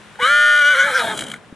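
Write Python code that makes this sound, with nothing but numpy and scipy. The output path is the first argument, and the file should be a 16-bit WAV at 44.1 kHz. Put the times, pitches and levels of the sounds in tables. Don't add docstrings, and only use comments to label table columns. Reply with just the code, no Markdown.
import sys
import numpy as np
from scipy import signal
from scipy.fft import rfft, irfft, next_fast_len
from scipy.io import wavfile
from scipy.ndimage import map_coordinates

SR = 44100
rng = np.random.default_rng(int(sys.argv[2]) if len(sys.argv) > 2 else 0)


def to_wav(sig):
    pcm = np.clip(np.atleast_2d(sig), -1, 1) * 32767
    pcm = np.round(pcm).astype(np.int16)
    wavfile.write(sys.argv[1], SR, pcm.T)


N = 68355
T = np.arange(N) / SR

# t/s, f/Hz, level/dB
VOICE = [(.18, 482.2, -91), (.2, 487.5, -30.5), (.238, 491.7, -29), (.27, 538, -32.5), (.302, 587.7, -32),
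         (.36, 598.2, -33), (.5, 604.6, -33), (.6, 593.5, -34), (.636, 569.7, -34), (.67, 585.4, -30.5),
         (.71, 582.7, -34), (.735, 558.7, -31), (.758, 511, -29.5), (.79, 550.3, -29.5),
         (.83, 541.3, -29.5), (.855, 572, -27.5), (.895, 569.3, -30), (.924, 485.6, -32), (.96, 534.8, -30),
         (1.0, 480.5, -29), (1.04, 458, -48), (1.1, 430, -38.5), (1.14, 422.2, -36.5), (1.18, 392.2, -73)]
# f/Hz, level/dB
THROAT = [(200, -84), (550, -14.5), (830, -24.5), (1030, -20), (1200, -11), (1500, 0), (1850, -9.5),
          (2300, -6), (2660, -37.5), (3000, -11.5), (3250, -14), (3450, -19.5), (3900, -14.5), (4310, -30),
          (4480, -53), (4700, -34.5), (6000, -29), (10000, -28.5), (13000, -45.5), (16000, -55)]


def from_db(db):
    return 10 ** (np.asarray(db) / 20)


def unit_rms(x):
    return x / np.sqrt(np.mean(x ** 2) + 1e-20)


def curves(rows):
    times, *columns = np.transpose(rows)
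    return [np.interp(T, times, column) for column in columns]


def swell(rows):
    return from_db(curves(rows)[0]) * (T > rows[0][0]) * (T < rows[-1][0])


def at_hz(points, hz):
    f, value = np.transpose(points)
    return np.interp(np.log(np.abs(hz) + 1), np.log(f), value)


def shaped(x, gain):
    size = next_fast_len(2 * N)
    hz = np.arange(size // 2 + 1) * SR / size
    return irfft(rfft(x, size) * gain(hz), size)[..., :N]


def colour(x, spectrum):
    return unit_rms(shaped(x, lambda hz: from_db(at_hz(spectrum, hz))))


def noise(spectrum):
    return colour(rng.standard_normal(N), spectrum)


def drift(hz):
    return unit_rms(shaped(rng.standard_normal(N), lambda f: 1 / (1 + (f / hz) ** 2)))


def phase_of(hz, jitter):
    return 2 * np.pi * np.cumsum(hz * (1 + jitter * drift(hz=140) + .001 * drift(hz=25))) / SR


def head_stretch(x, rise=.07, at_s=1.02, half_s=.11):
    speed = 1 + rise * np.exp(-((T - at_s) / half_s) ** 2)
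    return map_coordinates(x, [np.cumsum(speed)], mode="wrap")


def head_dispersion(x, delay_s=.0018, ripple_hz=1715):
    return shaped(x, lambda hz: np.exp(1j * delay_s * ripple_hz * np.cos(2 * np.pi * hz / ripple_hz)))


def wind(level_db=-44, fall_db_per_s=3.5):
    # f/Hz, level/dB
    spectrum = [(25, -34), (60, -11.5), (130, -6), (200, -2.5), (260, -12), (400, -9.5), (590, -11),
                (750, -12), (1500, -9.5), (2700, -15.5), (3600, -17), (4600, -25), (10000, -27.5),
                (12500, -46), (16000, -56)]
    # f/Hz, correlation/0-1
    likeness = [(30, .7), (150, .55), (600, .8), (3000, .6), (12000, .4)]
    mid = shaped(noise(spectrum), lambda hz: np.sqrt(1 + at_hz(likeness, hz)))
    side = shaped(noise(spectrum), lambda hz: np.sqrt(1 - at_hz(likeness, hz)))
    return from_db(level_db - fall_db_per_s * T) * unit_rms(np.array([mid + side, mid - side]))


def hum(level_db=-53.5, fade_s=.44):
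    tone = np.sqrt(2) * np.sin(phase_of(hz=208.2, jitter=.022))
    return from_db(level_db) * tone * np.exp(-(T / fade_s) ** 4)


def breath(attack_s=.0025, decay_s=.004):
    # t/s, level/dB
    hiss = [(.17, -79), (.23, -31.5), (.3, -37), (.6, -37.5), (.75, -44), (.82, -42), (.92, -35.5),
            (.98, -33), (1.04, -30.5), (1.12, -35.5), (1.165, -34), (1.25, -44), (1.33, -47.5), (1.38, -55)]
    # f/Hz, level/dB
    nose = [(300, -25), (1000, -30), (1550, -19), (1900, -50), (2280, -2), (2600, -21), (3150, 7.5),
            (3550, -14.5), (3900, -3), (4400, -21.5), (4700, -14), (5150, -20), (6000, -14.5), (7800, -8),
            (10200, -12), (12500, -30), (16000, -42)]
    # t/s, nose level/dB, throat level/dB
    puffs = [(0.158, -70, -38), (1.177, -25.5, -30), (1.193, -23.5, -26), (1.21, -23.5, -39),
             (1.224, -30.5, -26), (1.239, -31, -56), (1.268, -35, -46), (1.285, -35, -36),
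             (1.301, -35.5, -50), (1.318, -29, -30), (1.34, -40, -24.5), (1.362, -52, -40)]
    nose_gain, throat_gain = swell(hiss), 0
    for at_s, nose_db, throat_db in puffs:
        age = T - at_s
        puff = np.exp(-np.where(age < 0, (age / attack_s) ** 2, age / decay_s))
        nose_gain += from_db(nose_db) * puff
        throat_gain += from_db(throat_db) * puff
    return nose_gain * head_stretch(noise(nose)) + throat_gain * noise(THROAT)


def rasp(voice_phase):
    # t/s, level/dB
    levels = [(.17, -81), (.2, -29), (.235, -29), (.27, -20), (.32, -38), (.6, -33), (.7, -30.5),
              (.76, -21), (.82, -23), (.9, -22.5), (.96, -24), (1.0, -19.5), (1.05, -39), (1.11, -29.5),
              (1.16, -43), (1.36, -45), (1.39, -63)]
    turbulence = rng.standard_normal(N) * (1 + .5 * np.cos(voice_phase))
    return swell(levels) * head_stretch(colour(turbulence, THROAT))


def larynx(jitter=.03, buzz_db=-41):
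    # t/s, f/Hz, level/dB
    whistle = [(.175, 777, -103), (.193, 846.4, -27.5), (.21, 1036, -34), (.225, 1133, -21.5),
               (.252, 1239, -14), (.282, 1351, -18), (.31, 1410, -14), (.356, 1436, -13.5), (.5, 1441, -13),
               (.6, 1453, -13), (.66, 1449, -13.5), (.715, 1501, -12.5), (.74, 1477, -14),
               (.753, 1400, -22.5), (.778, 1395, -23.5), (.795, 1460, -13.5), (.815, 1483, -13),
               (.848, 1477, -18), (.865, 1415, -24), (.89, 1284, -24), (.92, 1261, -33), (.96, 1404, -19),
               (.98, 1381, -20.5), (1.0, 1263, -28), (1.025, 1243, -23), (1.06, 1199, -71)]
    # t/s, ladder and buzz level/dB, level of the whistle's even harmonics/dB, roughness/0-1
    effort = [(.175, -61, -55, 0.41), (.2, -22, -8, 0.43), (.225, -3, 3, 0.29), (.26, -1, -4, 0.17),
              (.31, 1.5, 1, 0.05), (.45, 0.5, 5, 0.12), (.6, 0, 5, 0.01), (.65, -1, 10, 0.04),
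              (.72, 0.5, 5.5, 0.18), (.76, -3, -1, 0.35), (.81, 1.5, 4, 0.07), (.85, -1.5, -22, 0.36),
              (.91, -27, -6, 0.94), (.96, -11, -12, 0.3), (1.0, -4.5, -18, 0.82), (1.05, -10.5, -17, 0.8),
              (1.12, -5, -31, 0.66), (1.17, -72, -57, 0.68)]
    ladder = [(2, 0), (4, 0), (5, 0), (6, 0), (1, 1), (3, 1), (4, 1), (5, -1), (6, -1), (-2, 2), (6, 1),
              (0, 2), (1, 2), (3, 2), (-2, 3), (0, 3), (0, 4), (6, 2)]
    ladder_db = [-17, -19.5, -25, -35, -22.5, -21.5, -30, -32, -37, -29, -22, -20, -17.5, -14, -19.5, -13,
                 -21, -18]
    # t/s, level/dB
    third = [(.18, -58), (.22, -23), (.26, -20), (.31, -21), (.5, -19.5), (.6, -26.5), (.65, -30),
             (.73, -35), (.81, -24.5), (.86, -22.5), (.925, -41), (.958, -13), (.985, -22), (1.04, -34),
             (1.09, -44), (1.125, -27), (1.16, -54)]
    # f/Hz, level/dB
    buzz_eq = [(2500, -18), (4000, -6), (5200, -11.5), (6500, -2.5), (8000, -2.5), (10000, 5), (12500, -4),
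               (16000, -20)]
    voice_hz, voice_db = curves(VOICE)
    whistle_hz, whistle_db = curves(whistle)
    effort_db, shrill_db, roughness = curves(effort)
    low, high = phase_of(voice_hz, jitter * roughness), phase_of(whistle_hz, jitter * roughness)
    tones = from_db(voice_db) * np.cos(low) + from_db(whistle_db) * np.cos(high)
    tones += swell(third) * np.cos(3 * low)
    tones += from_db(-21) * np.exp(-((T - .243) / .019) ** 2) * np.cos(6 * low)
    for (n, m), rung_db in zip(ladder, ladder_db):
        drive_db = shrill_db if n == 0 and m % 2 == 0 else effort_db
        throat_db = at_hz(THROAT, n * voice_hz + m * whistle_hz)
        tones += from_db(rung_db + drive_db + throat_db) * np.cos(n * low + m * high)
    pulses = np.exp(70 * (np.cos(low) - 1) + 2.2 * (np.cos(high) - 1))
    buzz = from_db(buzz_db + effort_db) * colour(pulses, buzz_eq)
    sounding = (T > effort[0][0]) * (T < effort[-1][0])
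    return sounding * head_dispersion(np.sqrt(2) * tones + buzz) + rasp(low)


def bumps(hz=258, t60_s=.019):
    out = 0
    for at_s, db in [(.227, -26), (.869, -29), (1.526, -23.5)]:
        age = np.maximum(T - at_s, 0)
        out += from_db(db - 60 * age / t60_s) * np.sin(2 * np.pi * hz * age)
    return out


def flares(half_s=.024, relative_width=.12):
    # t/s, centre f/Hz, level/dB
    catches = [(.811, 6250, -33.5), (0.961, 5500, -33.5), (.985, 5100, -35.5)]
    out = 0
    for at_s, hz, db in catches:
        band = shaped(rng.standard_normal(N), lambda f: 1 / (1 + ((f / hz - 1) / relative_width) ** 4))
        out += from_db(db) * np.exp(-((T - at_s) / half_s) ** 2) * unit_rms(band)
    return out


def low_rush(spread=.31):
    # t/s, level/dB
    levels = [(.84, -43), (1.0, -51), (1.04, -36), (1.15, -34.5), (1.22, -34.5), (1.35, -41.5), (1.42, -49),
              (1.55, -49)]
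    # f/Hz, level/dB
    chest = [(50, -26), (130, -0.5), (230, 1.5), (350, -5.5), (680, -4.5), (1000, -11.5), (2000, -18),
             (4000, -60)]
    return swell(levels) * (noise(chest) + spread * noise(chest) * np.array([[1], [-1]]))


def growl(peak_db=11.5, half_width_hz=180):
    # t/s, level/dB, resonance f/Hz
    course = [(.85, -48, 834), (.88, -30, 790), (.905, -30, 800), (.93, -40, 978), (.96, -35.5, 1090),
              (1.005, -29.5, 940), (1.04, -22, 660), (1.075, -23, 663), (1.1, -30, 884),
              (1.135, -25.5, 842.3), (1.19, -47, 652)]
    harmonics_db = [-3.5, -21, 1, -0.5, -5.5, -26, 5.5, -28]
    hz, centre_hz = curves(VOICE)[0] / 2, curves(course)[1]
    phase, tone = phase_of(hz, jitter=.04), 0
    for k, db in enumerate(harmonics_db, 1):
        resonance_db = peak_db / (1 + ((k * hz - centre_hz) / half_width_hz) ** 2)
        shimmer = 1 + .69 * drift(hz=54)
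        tone += from_db(db + resonance_db) * shimmer * np.sin(k * phase)
    return swell(course) * unit_rms(tone)


def outdoors(x, echo_db=-20, t60_s=.18):
    # f/Hz, level/dB
    balance = [(150, 11), (550, -0.5), (1500, 1.23), (2200, 1.1), (4500, 2.5), (12000, 3.5)]
    # f/Hz, phase/rad
    phase = [(500, 0.12), (1500, 0.16), (2500, 0.36), (5000, 0.16), (10000, -0.49)]
    ears = [shaped(x, lambda hz: from_db(side * at_hz(balance, hz)) * np.exp(1j * side * at_hz(phase, hz)))
            for side in (.5, -.5)]
    scatter = rng.standard_normal((2, N)) * from_db(-60 * T / t60_s) * (T > .004)
    scatter /= np.sqrt(np.sum(scatter ** 2, axis=1, keepdims=True))
    return np.array(ears) + from_db(echo_db) * signal.fftconvolve(x[None], scatter, axes=1)[:, :N]


def scene():
    horse = outdoors(larynx() + flares() + growl() + breath()) + low_rush()
    field = (wind() + hum() + bumps()) * from_db([[1.2], [-1.2]])
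    return horse + field


def record(dry):
    stop_hz = 16300
    return signal.sosfiltfilt(signal.cheby2(12, 60, stop_hz, fs=SR, output="sos"), dry)


dry = scene()
out = record(dry)
to_wav(out)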